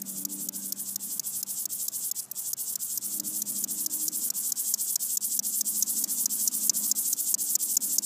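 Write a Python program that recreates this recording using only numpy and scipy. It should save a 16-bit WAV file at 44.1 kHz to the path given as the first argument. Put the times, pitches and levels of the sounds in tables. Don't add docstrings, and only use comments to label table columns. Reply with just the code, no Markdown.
import sys
import numpy as np
from scipy import signal
from scipy.fft import rfft, irfft, next_fast_len
from scipy.io import wavfile
from scipy.ndimage import uniform_filter1d, map_coordinates

SR = 44100
rng = np.random.default_rng(int(sys.argv[2]) if len(sys.argv) > 2 else 0)


def invert_db(level):
    return 10 ** (np.asarray(level, dtype=float) / 20)


def inscribe(sig):
    pcm = np.round(np.clip(np.atleast_2d(sig).T, -1, 1) * 32767)
    wavfile.write(sys.argv[1], SR, pcm.astype(np.int16))


N = 355005
TIME = np.arange(N) / SR

# (time [s], level of order 2 [dB], level of order 3 [dB])
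ENGINE = [(0, -47, -58.5), (.3, -49, -51), (.6, -52, -54.5), (1.2, -59, -80), (1.7, -66.5, -66.5),
          (2.2, -72, -74), (2.8, -70.5, -87), (3.2, -54, -51.5), (3.45, -52, -60), (3.75, -51, -56),
          (4.05, -67, -52.5), (4.4, -61, -77), (5.1, -66, -87), (5.8, -55, -62), (6.1, -55.5, -70),
          (6.8, -53.5, -62.5), (7.4, -72, -65.5), (7.85, -56, -63)]
# (frequency [Hz], level [dB])
LOW = [(2600, -34.5), (3300, -21), (3900, -15.5), (4600, -6.5), (5500, -1.5), (6300, 0), (7500, -12)]
# (time [s], peak level [dB], halt before it [ms], hiss around it [dB])
OPENING = [
    (0.0165, -31.5, 12.7, -62),
    (.25, -21.5, 11, -62),
    (0.4862, -22.5, 8.3, -81),
    (.722, -22, 9.7, -55),
    (0.9578, -23.5, 7.5, -62),
    (1.1945, -21, 7.2, -59),
    (1.4276, -23, 9.6, -60),
    (1.654, -21, 7.4, -80),
    (1.881, -20.5, 8.4, -52),
    (2.1123, -20.5, 9.2, -83),
]
# (time [s], peak level [dB], halt before it [ms], hiss around it [dB])
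RESUMED = [(2.3129, -30.5, 66, -63.5), (2.5308, -21, 6.7, -79), (2.7548, -20.5, 7.4, -60),
           (2.9734, -22.5, 2.7, -53), (3.1972, -21, 8.3, -56), (3.4175, -21.5, 2.34, -53),
           (3.638, -20.5, 1.8, -60), (3.8603, -19, 6, -55.5), (4.0793, -20, 1.8, -49),
           (4.301, -19.5, 6.9, -60), (4.519, -17.5, 8.8, -53), (4.7377, -18, 2.37, -49),
           (4.9555, -15.5, 6.2, -60.5), (5.1697, -16.5, 7, -64), (5.3905, -16, 8.2, -87),
           (5.6075, -16.5, 1.66, -56), (5.823, -15, 3.4, -45), (6.0381, -17, 5.9, -47),
           (6.256, -14.5, 6.2, -56), (6.4742, -16.5, 1.74, -47), (6.6939, -14, 5.9, -56),
           (6.912, -15.5, 1.9, -62), (7.1267, -16.5, 0.88, -45.6), (7.3404, -14, 6.2, -79),
           (7.5514, -15.5, 1.43, -83), (7.7668, -13.5, 6.5, -60), (7.982, -14.5, 9.6, -52)]


def along(points, hz):
    f, v = np.transpose([(0.53, -120)] + list(points))
    return np.interp(np.log(hz + 1), np.log(f + 1), v)


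def curves(rows, at):
    places, *columns = np.transpose(rows)
    return [np.interp(at, places, column) for column in columns]


def wobble(rate):
    return map_coordinates(rng.standard_normal(int(N * rate / SR) + 4), [TIME * rate])


def coloured(x, points):
    level_db = along(points, np.fft.rfftfreq(8192, 1 / SR))
    cepstrum = irfft(np.log(invert_db(level_db) + 1e-6))
    cepstrum[1:4096] *= 2
    cepstrum[4097:] = 0
    ring = irfft(np.exp(rfft(cepstrum)))[:4096]
    return signal.fftconvolve(x, ring / np.linalg.norm(ring))[:N]


def patchy(depth_db):
    z = signal.stft(rng.standard_normal(N), nperseg=1024)[2]
    field = uniform_filter1d(rng.standard_normal(z.shape), size=3, axis=0)
    field = uniform_filter1d(field, size=7, axis=1)
    x = signal.istft(z * invert_db(depth_db * field / field.std()), nperseg=1024)[1][:N]
    return x / x.std()


def air():
    # (time [s], level [dB])
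    breeze = [(0, -64), (2.7, -63), (4.4, -61.5), (5.3, -65.5), (6, -61), (6.7, -59.5), (7.2, -63),
              (8.05, -62.5)]
    # (frequency [Hz], level [dB per Hz])
    air_colour = [(150, -6), (400, -2.5), (900, 1), (1500, -3), (2000, -8.5), (2600, -7.5), (4000, -13),
                  (8000, -20), (15000, -34)]
    level_db = curves(breeze, TIME)[0] + 1.5 + 0.44 * wobble(4.8)
    return invert_db(level_db) * coloured(patchy(depth_db=2.5), air_colour)


def traffic():
    # (time [s], level [dB])
    passing = [(0, -75.5), (1.4, -68.5), (3.6, -69), (6.3, -81), (8.05, -72)]
    # (frequency [Hz], level [dB per Hz])
    deep = [(20, -19), (70, -17), (100, -4), (130, 8.5), (170, -1.5), (250, -29)]
    level_db = curves(passing, TIME)[0] + 3.0 + 0.89 * wobble(2.85)
    return invert_db(level_db) * coloured(rng.standard_normal(N), deep)


def engine_nearness():
    return uniform_filter1d(np.maximum(*curves(ENGINE, TIME)), size=SR // 4) + 55


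def hum():
    # (frequency [Hz], level [dB rms])
    lines = [(126.5, -76.5), (382, -73)]
    drone_hz, rise_db_per_s = 262, 1.84
    drone_db = -71 + 0.89 * engine_nearness() + rise_db_per_s * TIME
    total = np.zeros(N)
    for hz, db in lines + [(drone_hz, drone_db), (2 * drone_hz, drone_db - 21.5)]:
        level = np.sqrt(2) * invert_db(db + 1.8 * wobble(2.94))
        turn = 2 * np.pi * np.cumsum(hz * (1 + 0.0052 * wobble(5))) / SR
        total += level * np.sin(turn)
    return total


def rumble():
    # (frequency [Hz], level [dB per Hz])
    rumble_colour = [(110, -44.5), (150, -3.5), (200, 8), (300, 1), (420, -13), (600, -10.5), (900, -31.5)]
    rise_db_per_s = 0.55
    level_db = -53.5 + 0.7 * engine_nearness() + rise_db_per_s * TIME
    level_db = level_db - 3.0 + 2.1 * wobble(7)
    return invert_db(level_db) * coloured(rng.standard_normal(N), rumble_colour)


def engine():
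    # (time [s], speed [Hz])
    pace = [(0.0, 96.9), (0.8, 98.0), (2.0, 99.9), (3.2, 102.0), (3.7, 103.0), (4.8, 104.0), (6.0, 104.8),
            (8.05, 105.7)]
    # (order, level against the mean of orders 2 and 3 [dB])
    upper = [(5, -26), (6, -16.5), (8, -35), (9, -22)]
    shaft_hz = curves(pace, TIME)[0] * (1 + .004 * wobble(9))
    turn = 2 * np.pi * np.cumsum(shaft_hz) / SR
    second_db, third_db = curves(ENGINE, TIME)
    orders = [(2, second_db), (3, third_db), (4, third_db - 14)]
    orders += [(order, (second_db + third_db) / 2 + db) for order, db in upper]
    total = np.zeros(N)
    for order, db in orders:
        level = np.sqrt(2) * invert_db(db + 1.6 * wobble(8.7))
        total += level * np.sin(order * turn + rng.uniform(0, 2 * np.pi))
    return total


def gravel(x):
    t, step = np.arange(SR // 30) / SR, SR // 20
    wet = np.zeros(N + SR)
    for at in range(0, N, step):
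        tail = rng.standard_normal(len(t)) * invert_db(-60 * t / 0.011)
        tail *= t > .0012
        piece = signal.fftconvolve(x[at:at + step], tail / np.linalg.norm(tail))
        wet[at:at + len(piece)] += piece
    return wet[:N]


def ticks():
    # (time [s], level [dB])
    lone_pegs = [(.0354, -51), (.0434, -50), (.048, -48), (.2694, -51), (2.1457, -44), (2.2052, -28),
                 (2.2246, -37), (2.2263, -38), (2.229, -39), (2.2308, -36), (2.2385, -39), (2.2412, -39),
                 (2.2487, -41), (2.2525, -41), (2.2615, -45), (2.2857, -53), (2.2885, -53), (2.3022, -47),
                 (2.335, -48), (2.3445, -46), (5.4255, -41), (7.5865, -42)]
    # (frequency [Hz], level [dB])
    tick_colour = [(3000, -23), (5000, -4), (7500, 5), (11000, 10), (15200, -4)]
    # start [s], stop [s], level [dB]
    start, stop, skid_db = (2.183, 2.202, -34)
    clicks, t = np.zeros(N + SR), np.arange(80) / SR
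    for s, db in lone_pegs:
        catch = invert_db(-60 * t / .0035) * rng.standard_normal(len(t))
        clicks[round(s * SR):][:len(t)] += invert_db(db + 17) * catch / np.linalg.norm(catch)
    swell = np.interp(TIME, [start, stop, stop + 0.0042], [.3, 1, 0], 0, 0)
    skid = invert_db(skid_db) * swell * rng.standard_normal(N)
    return coloured(clicks, tick_colour) + coloured(skid, LOW)


def flicks():
    # (frequency [Hz], level [dB])
    wing = [(2700, -40), (3400, -40), (4200, -16.5), (5200, -3), (6600, 3.5), (8200, -2.5), (9500, -10.5)]
    # (frequency [Hz], level [dB])
    overtone = [(6000, -36), (7500, -2), (9000, -8), (11000, -4.5), (13300, -0.5), (15200, -4)]
    # (frequency [Hz], level [dB])
    scuff_colour = [(2300, -38), (3300, -17), (5200, 0), (7000, -8), (9000, -25)]
    # (frequency [Hz], level [dB])
    after = [(2500, -24), (4000, -12), (6000, -2), (7400, 0), (9000, -6), (13500, -5), (15200, -7)]
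    tone, over, scuff, around = np.zeros((4, N + SR))
    t = np.arange(SR // 20) / SR
    for s, db, halt_ms, hiss_db in OPENING + RESUMED:
        length = 0.00655 + 0.00023 * s + 0.0003 * max(7.5 - halt_ms, 0)
        hz = (6617 + 39 * (db + 20.5)) * (1 + 0.0304 * rng.standard_normal())
        u = t / length
        first = round(s * SR)
        at = slice(first, first + len(t))
        fade_db = -14 * np.clip(u - .3, 0, 9) ** 1.22 - 100 * np.clip(u - 1.15, 0, 9)
        swell = np.sin(np.pi / 2 * np.clip(u / 0.28, 0, 1)) * invert_db(fade_db)
        tone_db = db - 9.5 + 0.35 * s
        for speed, leg_db, brake in ((1.13, 0, .36), (.95, rng.normal(-6, 3), .38)):
            slip = uniform_filter1d(rng.standard_normal(len(t)), size=9)
            glide = hz * (speed - brake * u.clip(0, 1.2) ** 1.53 + 0.487 * slip)
            tone[at] += invert_db(tone_db + leg_db) * swell * np.sin(2 * np.pi * np.cumsum(glide) / SR)
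        over_db = db - 3 - 0.74 * (db + 20) - 1.1
        over[at] += invert_db(over_db) * np.sqrt(swell) * invert_db(-40 * np.clip(u - .95, 0, 9))
        scuff_db = db - 11 - 1.21 * s + rng.normal(0, 1.2)
        scuff[at] += invert_db(scuff_db) * swell
        around[at] += invert_db(hiss_db + 7 - 60 * t / .18) * (t < .036)
        halt = round((s - max(.009, halt_ms / 1000)) * SR)
        around[halt:first] += invert_db(hiss_db + 4)
    hiss = rng.standard_normal((3, N))
    total = coloured(tone, wing) + coloured(over[:N] * hiss[0], overtone)
    total += coloured(around[:N] * hiss[1], after)
    return total + coloured(scuff[:N] * hiss[2], scuff_colour)


def pairs():
    flick, _, halt_ms, _ = np.transpose(OPENING + RESUMED)
    s = np.append(flick[0] - .236, flick)
    stop = np.append(flick - halt_ms / 1000, N / SR + 1)
    start = s + .035 + .0004 * s
    second = s + .172 - .0007 * s
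    return np.transpose([start, s + .0785, second, stop])


def hitches():
    dip_db = np.zeros(N)
    for _, first, second, stop in pairs():
        for place in (first + .008, second + .008, stop - .014):
            late, depth = rng.uniform(size=2)
            dip_db -= 13 * depth ** 1.3 * np.exp(-((TIME - place - .012 * late) / .0018) ** 2)
    return dip_db


def pegs(rate, scatter, size_db):
    turns = np.cumsum(rate * invert_db(scatter * wobble(400))) / SR
    hit = np.diff(np.floor(turns), prepend=0) > 0
    uneven_db = size_db * rng.standard_normal(N).clip(-2, 2) - np.log(10) / 20 * size_db ** 2
    return hit * invert_db(uneven_db) * np.sqrt(SR / rate)


def rasp():
    # (time [s], level [dB])
    effort = [(0, -36.5), (.8, -36), (1.6, -33.5), (2.3, -33), (3.5, -31.5), (4.4, -29.8), (5.2, -29.5),
              (6.2, -28.5), (8.05, -28.5)]
    # (phase [0 to 2, crest at 1], pressure [dB], leg speed [dB])
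    stroke = [
        (0, -7.5, -7),
        (.25, -4.5, -7.5),
        (.55, -2, -5.5),
        (.85, -3, -1),
        (1, -4, 2),
        (1.17, -5.5, 0.68),
        (1.4, -10, 0.44),
        (1.7, -7, -3),
    ]
    # (phase [0 to 4], extra level [dB], growth with effort [dB per dB])
    lean = [(.5, -1.14, 1.25), (1.1, 2.13, 0.96), (1.9, -0.75, 1.15), (2.9, 0.74, 0.92), (3.6, 2.04, 1.24)]
    # (time [s], level [dB])
    stumble = [
        (2.15, 1),
        (2.201, 0),
        (2.205, -5),
        (2.25, -10),
    ]
    # (frequency [Hz], level [dB])
    husk = [(2000, -14), (2900, -4.5), (3500, -2), (4200, -6), (4900, -12), (6000, -32.5)]
    # (frequency [Hz], level [dB])
    body = [(4500, -25.5), (6000, -10), (7400, 0), (8300, 0), (9000, -4), (11000, -20)]
    # (frequency [Hz], level [dB])
    edge = [(6500, -29), (8600, -0.5), (10400, 0.5), (12500, -3.5), (15000, -4.5)]

    phase, on = np.zeros(N), np.zeros(N, bool)
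    for start, first, second, stop in pairs():
        span = (TIME >= start) & (TIME < stop)
        end = min(max(stop, second + .04), second + .07)
        knots = [start, first, (first + second) / 2, second, end]
        phase[span] = np.interp(TIME[span], knots, range(5))
        on[span] = True

    extra_db, grows = curves(lean, phase)
    stumble_db = curves(stumble, TIME)[0] * (TIME < RESUMED[0][0])
    effort_db = -32 + extra_db + grows * (curves(effort, TIME)[0] + 32) + stumble_db
    effort_db = np.where(on, effort_db, -90)
    press_db, speed_db = curves(stroke + [(2, *stroke[0][1:])], phase % 2)
    low_db = -7 + 1.98 * press_db
    husk_db = -21.5 + press_db - 0.44 * np.clip(effort_db + 30, -8, 8)
    body_db = press_db - 7 * np.exp(-phase / 0.3) - 7 * np.exp((phase - 4) / 0.14)
    edge_db = speed_db - 8.5 * np.exp(-phase / .35)

    rate = 1200 * invert_db(.4 * edge_db)
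    press = uniform_filter1d(invert_db(effort_db + hitches() + 0.36 * wobble(90)), size=40)
    legs = (pegs(rate, 2.5, 1.4) + pegs(1.1 * rate, 2.4, 2.8)) / np.sqrt(2)

    def scrape(share):
        return np.sqrt(1 - share) * legs + np.sqrt(share) * rng.standard_normal(N)

    wing = coloured(press * invert_db(low_db + 1.4 * wobble(70)) * scrape(0.78), LOW)
    wing += coloured(press * invert_db(husk_db) * scrape(0.5), husk)
    wing += coloured(press * invert_db(body_db) * scrape(0.38), body)
    wing += coloured(press * invert_db(edge_db + 0.58 * wobble(60)) * scrape(0.49), edge)
    return wing


def scene():
    # (frequency [Hz], level [dB])
    small_body = [(1900, -22), (3200, 0), (20000, 0)]
    background = air() + traffic() + hum() + rumble() + engine()
    insect = coloured(rasp() + flicks() + ticks(), small_body)
    return (insect + invert_db(-11.0) * gravel(insect) + background)[None]


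def low_pass(x):
    return signal.sosfilt(signal.butter(12, 16520, fs=SR, output="sos"), x)


def record(dry):
    # (frequency [Hz], level [dB])
    top = [(15240, 0), (15300, -24), (15600, -42), (16400, -44), (16600, -75)]
    size = next_fast_len(N + 8192)
    hz, db = np.transpose(top)
    gain = invert_db(np.interp(np.fft.rfftfreq(size, 1 / SR), hz, db))
    mix = irfft(rfft(dry, size) * gain, size)[:, :N]
    return low_pass(mix)


dry = scene()
out = record(dry)
inscribe(out)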